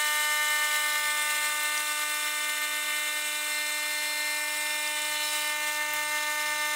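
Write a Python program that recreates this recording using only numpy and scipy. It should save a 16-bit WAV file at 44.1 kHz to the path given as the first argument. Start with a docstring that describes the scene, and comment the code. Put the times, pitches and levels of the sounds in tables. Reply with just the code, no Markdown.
"""A buzzing whine is heard first: an espresso machine's pump, striking at a mains-locked 300 Hz.
Its periodic strokes give a harmonic series that flutters as they vary and throbs as the water boils.
Turbulent flow rattles the resonant casing, while hot water hisses, spits and sizzles into a steel bowl.
The filling bowl adds faint gliding tones. The sound is close and almost mono, in a quiet room."""
import sys
import numpy as np
from scipy import signal
from scipy.fft import rfft, irfft
from scipy.io import wavfile
from scipy.ndimage import uniform_filter1d

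SR = 44100
rng = np.random.default_rng(int(sys.argv[2]) if len(sys.argv) > 2 else 0)


def unload_audio(sound):
    """Save the sound as a 16-bit wav file, at the path given as the first command line argument."""
    columns = np.transpose(np.atleast_2d(sound))
    # keep every value between -1 and 1, then stretch to whole-number steps
    steps = np.round(np.clip(columns, -1, 1) * 32767)
    wavfile.write(sys.argv[1], SR, steps.astype(np.int16))


N = 297675
TIME = np.arange(N) / SR
FREQS = np.fft.rfftfreq(N, 1 / SR)
PUMP_HZ = 300

# Harmonics of the pump. Each row: harmonic number, relative level in dB.
HARMONICS = [(1, -57.7), (2, -48.1), (3, -43.1), (4, -41.9), (5, -42.5), (6, -36.7), (7, -36.6), (8, -43.4),
             (9, -45.8), (10, -46.4), (11, -54.2), (12, -45.6), (13, -48.5), (14, -49.9), (15, -60.8),
             (16, -58.9), (17, -56.9), (18, -53.8), (19, -64.3), (20, -60.6), (21, -51.5), (22, -57.9),
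             (23, -58.8), (24, -56.3), (25, -57.6), (26, -49.3), (27, -52.6), (28, -50.3), (29, -50.7),
             (30, -55.3), (31, -58.7), (32, -54.9), (33, -55.5), (34, -59.1), (35, -51.6), (36, -56.5),
             (37, -59.5), (38, -58.1), (39, -63.9), (40, -65.5), (41, -62.3), (42, -60.5), (43, -62.9),
             (44, -60.3), (45, -61.1), (46, -60.6), (47, -64.1), (48, -63.2), (49, -64.5), (50, -66.0),
             (51, -63.0), (52, -70.4)]
# Force of the strokes, heard on harmonics 6 and 7. Each row: time in seconds, relative level in dB.
STROKE_FORCE = [(0.0, -30.5), (0.43, -30), (1.78, -34.5), (1.8, -37), (2.99, -35), (3.46, -39),
                (3.52, -35.5), (4.44, -34.5), (5.3, -38.5), (5.53, -34), (5.75, -36), (5.81, -32),
                (6.02, -34.5), (6.75, -32.5)]
# A dip climbs through harmonics 1 to 5. Each row: deepest moment in seconds, bluntness in seconds.
HARMONIC_DIPS = [(0, 1.7), (2.4, 1.54), (3.0, 0.88), (4.25, .06), (4.7, 1.2)]
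# Loose casing parts in resonance. Each row: start in seconds, end in seconds, frequency in Hz, lift in dB.
LOOSE_PARTS = [(3.2, 5.7, 2400, 3), (1.15, 6.9, 2700, 9), (0, .9, 3000, 10), (2.3, 3.4, 3000, 5),
               (4.85, 5.6, 3000, 9), (0, 1.5, 3300, 9), (1.0, 4.2, 3600, 5), (4.6, 5.3, 3600, 7),
               (0, 1.0, 3900, 7), (2.9, 3.45, 3900, 7), (5.15, 5.6, 3900, 9), (3.5, 4.35, 4200, 10),
               (5.12, 5.32, 4200, 11), (.1, 1.3, 5100, 9), (3.9, 4.8, 5400, 7), (0, .7, 6300, 6),
               (5.12, 6.9, 6300, 6)]
# Throbbing of the boiling water. Each row: time in seconds, relative depth from 0 to 1.
THROB_DEPTH = [(0, 0.13), (.9, 0.9), (2.0, 1), (4.6, .55), (5.9, .6), (6.75, 0.6)]
# Strength of the flow. Each row: time in seconds, relative rattle level in dB, relative hiss level in dB.
FLOW_LEVELS = [(0.0, -43.5, -32.5), (0.49, -41.5, -33), (1.75, -41, -33.5), (1.86, -43.5, -34),
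               (3.03, -42.5, -35.5), (3.33, -45, -35.5), (4.19, -44.5, -36), (5.19, -44.5, -35.5),
               (5.3, -44.5, -33.5), (5.55, -44.5, -36.5), (5.75, -44.5, -33.5), (5.81, -43, -37),
               (6.03, -44.5, -35), (6.75, -42, -35.5)]
# Spectrum of the rushing water. Each row: frequency in Hz, relative spectral level in dB.
RUSH_SPECTRUM = [(60, -24), (200, -19), (400, -13.5), (900, -7), (1200, -6.5), (2500, -1.5), (4000, -6.5),
                 (4700, -3.5), (6500, -1.5), (8500, 0.5), (11000, -2.5), (15500, -4)]
# Resonances and notches of casing and pipes. Each row: centre in Hz, bandwidth in Hz, gain in dB.
CASING_MODES = [(1015, 52, -7.5), (1130, 130, 3), (1206, 260, 9), (1355, 53, -9), (1442, 300, 7.5),
                (1840, 73, 7), (2024, 71, 12.5), (2320, 95, 16.5), (2380, 260, -5.5), (2880, 370, 10),
                (2973, 79, -1), (3547, 360, 11), (3940, 150, 9.5), (4217, 160, 10), (4600, 79, -9),
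                (5404, 58, 5.5), (7040, 240, 4), (7620, 450, 3.5), (8400, 20, 13)]
# Left-right difference of the rush. Each row: frequency in Hz, gain of the side signal in dB.
STEREO_SIDE = [(60, -54), (2500, -77), (4400, -60.5), (6000, -79), (8100, -12.5), (15000, -10.5)]
# Loudest spits. Each row: start in seconds, relative peak in dB, pitch in Hz, 60 dB decay time in seconds.
LOUD_SPITS = [(1.222, -29, 11000, 0.016), (1.634, -31, 15000, .025), (1.776, -28, 5500, 0.035),
              (2.617, -31, 14200, .012), (3.72, -31, 8140, .025), (4.875, -28.5, 5330, .025),
              (5.018, -29, 8000, .02), (5.418, -34, 14160, .015), (5.475, -32, 12000, .015),
              (5.936, -27, 15100, .02)]
# Spells of sizzling at the outlet. Each row: start in seconds, end in seconds, level in dB.
SIZZLE_SPELLS = [(3.5, 5.2, -44.5), (5.23, 5.54, -39), (6.042, 6.9, -44)]
# Ringing bands of the sizzle. 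Each row: centre in Hz, bandwidth in Hz, relative level in dB.
SIZZLE_MODES = [(3870, 200, 4), (4750, 450, -5.5), (5320, 71, 5.5), (9400, 650, -3.5), (13700, 700, -12)]
# Tones of the filling bowl.
# Each row: start in seconds, length in seconds, first pitch in Hz, last pitch in Hz, relative level in dB.
BOWL_GLIDES = [(2.92, 0.47, 525, 480, -60), (3.35, .45, 480, 543, -62), (3.95, .38, 583, 540, -58),
               (4.94, .14, 200, 180, -71), (5.07, .3, 124, 138, -67), (5.62, .16, 188, 172, -67),
               (5.78, .44, 127, 135, -64.5), (6.28, .5, 138.5, 131.5, -66.5)]


def pump_whine(strokes, throb, flutter=0.07, own_flutter=0.038, shimmer=0.15, throb_db=1.06):
    """Fourier series: periodic strokes give harmonics, and unequal strokes modulate their amplitudes."""
    last_firm = 7  # harmonics up to this one keep orderly phases
    force_db, hiss_db = swings(STROKE_FORCE)[0], swings(FLOW_LEVELS)[1]
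    trade = dip(3.25, blunt_s=2.36)  # the 6th harmonic gives way to the 7th for a while
    firm_gains = [dip(*row) for row in HARMONIC_DIPS] + [trade, 1 / trade]
    dispersion = np.interp(TIME, [0, 3.1], [0.29, 0.71])  # tight knocks lengthen into chirps
    unequal = flutter * noise(resonance(67, 55) + .5 * resonance(23, 40))
    quick, slow = noise(resonance(116, 90)), noise(resonance(2.7, 49))
    out = np.zeros(N)
    for k, db in HARMONICS:
        if k <= len(HARMONIC_DIPS):
            db += 0.39 * throb_db * throb
        elif k <= last_firm:  # the strongest harmonics follow the force and throb most
            db += -0.6 + 0.94 * force_db + throb_db * throb + 0.7 * drift(16)
        else:  # the rattling upper ones follow the hiss and wander
            wander_db = 1.2 * min(k * PUMP_HZ / 5000, 1) * drift(2.44)
            db += 0.3 + 0.37 * hiss_db + wander_db + sympathetic_lift(k * PUMP_HZ)
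        if k <= last_firm:  # quadratic phase makes each stroke a falling chirp
            phase, gain = dispersion * (k - last_firm + 1) ** 2, firm_gains[k - 1]
            shake = k / last_firm * (unequal + own_flutter * np.roll(quick, rng.integers(N)))
        else:  # the casing scatters the upper phases
            phase, gain = rng.uniform(0, 2 * np.pi), 1
            shake = .5 * unequal + shimmer * np.roll(slow, rng.integers(N))
        out += np.sqrt(2) * amp(db) * gain * (1 + shake) * np.cos(2 * np.pi * k * strokes + phase)
    return out


def sympathetic_lift(hz, fade_s=0.092, top_hz=7400, top_db=8):
    """Sympathetic resonance: loose parts lift a harmonic in spells. In dB, with mean power preserved."""
    lift_db = top_db * (hz > top_hz) * held(-1, 5.55, fade_s)  # the top dulls as the sharpest sizzle ends
    for start, end, part_hz, db in LOOSE_PARTS:
        if abs(part_hz - hz) < PUMP_HZ / 2:
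            lift_db += db * held(start, end, fade_s)
    return lift_db - 10 * np.log10(np.mean(amp(lift_db[::256]) ** 2))


def boiling_pressure(surge_hz=6.1, start_s=5.5, end_s=6.55):
    """Pressure fluctuation: boiling throbs at random, joined near the end by regular surges."""
    surges = np.cos(2 * np.pi * surge_hz * (TIME - start_s)) * held(start_s, end_s, fade_s=.15)
    return noise(resonance(8.5, 5.5)) * curves(THROB_DEPTH)[0] + 1.4 * surges


def water_rush(strokes, throb, colour, level_db=-34.0, pulse_depth=0.085, split_hz=3400):
    """Turbulence: broadband noise pulses with each stroke, a casing rattle below and a hiss above."""
    treble = 1 / (1 + (split_hz / (FREQS + 1)) ** 6)
    sinking = resonance(1330, 500)  # this band fades towards the end
    rattle_db, hiss_db = swings(FLOW_LEVELS)
    flicker_db = 1.06 * noise(resonance(9.9, 81)) + 0.64 * throb
    pulsing = (1 + pulse_depth * np.cos(2 * np.pi * strokes)) * amp(flicker_db)
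    mid, side = rng.standard_normal((2, N)) * pulsing
    bands = [(dip(6.7, blunt_s=2.7), sinking * (1 - treble)),
             (amp(0.73 * rattle_db), (1 - sinking) * (1 - treble)),
             (amp(1.2 * hiss_db), treble)]
    mid = sum(filtered(mid * level, colour * band) for level, band in bands)
    side = filtered(side * amp(hiss_db), colour * amp(spectrum_db(STEREO_SIDE)))
    return amp(level_db) * np.array([mid + side, mid - side]) / np.std(mid)


def casing_colour():
    """Resonant filtering: casing modes shape the water's spectrum; close metal walls ripple its treble."""
    modes_db = sum(db * resonance(hz, width) for hz, width, db in CASING_MODES)
    ripple = uniform_filter1d(rng.standard_normal(len(FREQS)), size=600)
    ripple = unit_rms(uniform_filter1d(ripple, size=600))
    depth_db = 1.6 * np.clip(FREQS / 2000 - 1.5, 0, 1)  # grows from 3 to 5 kHz
    return amp(spectrum_db(RUSH_SPECTRUM) + modes_db + depth_db * ripple)


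def spit(hz, decay_s, width_hz=1700):
    """Impulsive excitation: a bursting droplet gives an exponentially decaying band of noise, peak 1."""
    t = np.arange(2048) / SR
    band = np.clip([hz - width_hz / 2, hz + width_hz / 2], 500, SR / 2 - 500)
    puff = rng.standard_normal(len(t)) * amp(-60 * t / decay_s)
    puff = signal.sosfilt(signal.butter(2, band, "bandpass", fs=SR, output="sos"), puff)
    return puff / abs(puff).max()


def splashes(colour, drops_per_s=110, spit_boost_db=6.0):
    """Shot noise: many small drops land in the bowl at independent moments, and a few spit loudly."""
    out = np.zeros(N)
    pitches = np.geomspace(3200, 15000, 16)
    for hz in pitches:
        sizes = amp(-36 + 1.5 * np.minimum(rng.exponential(1, N), 3))
        landings = rng.random(N) < drops_per_s / len(pitches) / SR
        out += signal.oaconvolve(sizes * landings, spit(hz, decay_s=0.017))[:N]
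    hiss_db = swings(FLOW_LEVELS)[1]
    out = filtered(out, colour) * amp(hiss_db)
    for start, db, hz, decay_s in LOUD_SPITS:
        add(out, start, amp(db + spit_boost_db) * spit(hz, decay_s))
    return out


def outlet_sizzle(fade_s=0.043):
    """Noise-driven resonance: the outlet sizzles in spells, in a few ringing bands."""
    level = sum(amp(db) * held(start, end, fade_s) for start, end, db in SIZZLE_SPELLS)
    return level * noise(sum(amp(db) * resonance(hz, width) for hz, width, db in SIZZLE_MODES))


def bowl_tones(gain_db=-3.5, waver_db=2.0):
    """Shifting resonance: thin, wavering tones swell, glide and fade as the water in the bowl moves."""
    out = np.zeros(N)
    for start, length, from_hz, to_hz, db in BOWL_GLIDES:
        progress = np.linspace(0, 1, round(length * SR))
        hz = from_hz + (to_hz - from_hz) * progress
        swell = np.sqrt(2 * abs(np.sin(np.pi * progress)))
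        add(out, start, amp(db) * swell * np.sin(2 * np.pi * np.cumsum(hz) / SR))
    return out * amp(gain_db + waver_db * drift(12))


def room_drone(hz=37.5, level_db=-80):
    """Slow amplitude modulation: a faint low tone sinks and returns."""
    return amp(level_db) * dip(3.0, blunt_s=.6) * np.sqrt(2) * np.sin(2 * np.pi * hz * TIME)


def amp(db):
    """Decibel law: 20 dB is a tenfold amplitude."""
    return 10 ** (np.asarray(db) / 20)


def unit_rms(x):
    """Power normalisation to rms 1."""
    return x / np.sqrt(np.mean(x ** 2) + 1e-20)


def curves(rows):
    """Linear interpolation of a table's columns over time."""
    times, *columns = np.transpose(rows)
    return np.array([np.interp(TIME, times, column) for column in columns])


def swings(rows):
    """Deviation of each level curve from its own mean, in dB."""
    db = curves(rows)
    return db - db.mean(1, keepdims=True)


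def spectrum_db(rows):
    """Interpolation of levels on a logarithmic frequency axis."""
    hz, db = np.transpose(rows)
    return np.interp(np.log(FREQS + 1), np.log(hz), db)


def resonance(hz, width_hz):
    """Lorentzian curve of one resonance, height 1."""
    return 1 / (1 + (2 * (FREQS - hz) / width_hz) ** 2)


def filtered(x, gain):
    """Linear filtering: each frequency is scaled by its gain."""
    return irfft(rfft(x) * gain, N)


def noise(gain):
    """Spectral shaping of white noise, rms 1."""
    return unit_rms(filtered(rng.standard_normal(N), gain))


def drift(top_hz):
    """Superposed slow sines of random phase give a wander of rms 1."""
    t = TIME[::256]
    rates = top_hz * np.geomspace(.1, 1, 14)[:, None]
    waves = np.sin(2 * np.pi * (rates * t + rng.random(rates.shape))) / np.sqrt(rates)
    return np.interp(TIME, t, unit_rms(waves.sum(0)))


def held(start, end, fade_s):
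    """Trapezoidal envelope: it rises, holds at 1 and falls."""
    return np.clip(np.minimum(TIME - start, end - TIME) / fade_s + .5, 0, 1)


def dip(deepest_s, blunt_s, reach_s=3.36):
    """Near cancellation: a gain of rms 1 sinks to a minimum and recovers."""
    return unit_rms(np.hypot(TIME - deepest_s, blunt_s) / np.hypot(TIME - deepest_s, reach_s))


def add(mix, start_s, sound):
    """Superposition of a sound on the mix from a given moment."""
    part = mix[round(start_s * SR):][:len(sound)]
    part += sound[:len(part)]


def scene():
    """Common modulation: whine and rush share one stroke clock and one throb; the other sources add."""
    strokes = PUMP_HZ * TIME + 0.0047 * drift(1.346)  # phase in cycles, wandering slightly
    throb, colour = boiling_pressure(), casing_colour()
    machine = pump_whine(strokes, throb) + water_rush(strokes, throb, colour)
    return machine + splashes(colour) + outlet_sizzle() + bowl_tones() + room_drone()


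def record(dry, cutoff_hz=15750):
    """Band limiting: a steep low-pass filter removes the highest treble."""
    low_pass = signal.firwin(601, cutoff_hz, window=("kaiser", 9), fs=SR)
    return signal.oaconvolve(dry, low_pass[None], "same")


dry = scene()
out = record(dry)
unload_audio(out)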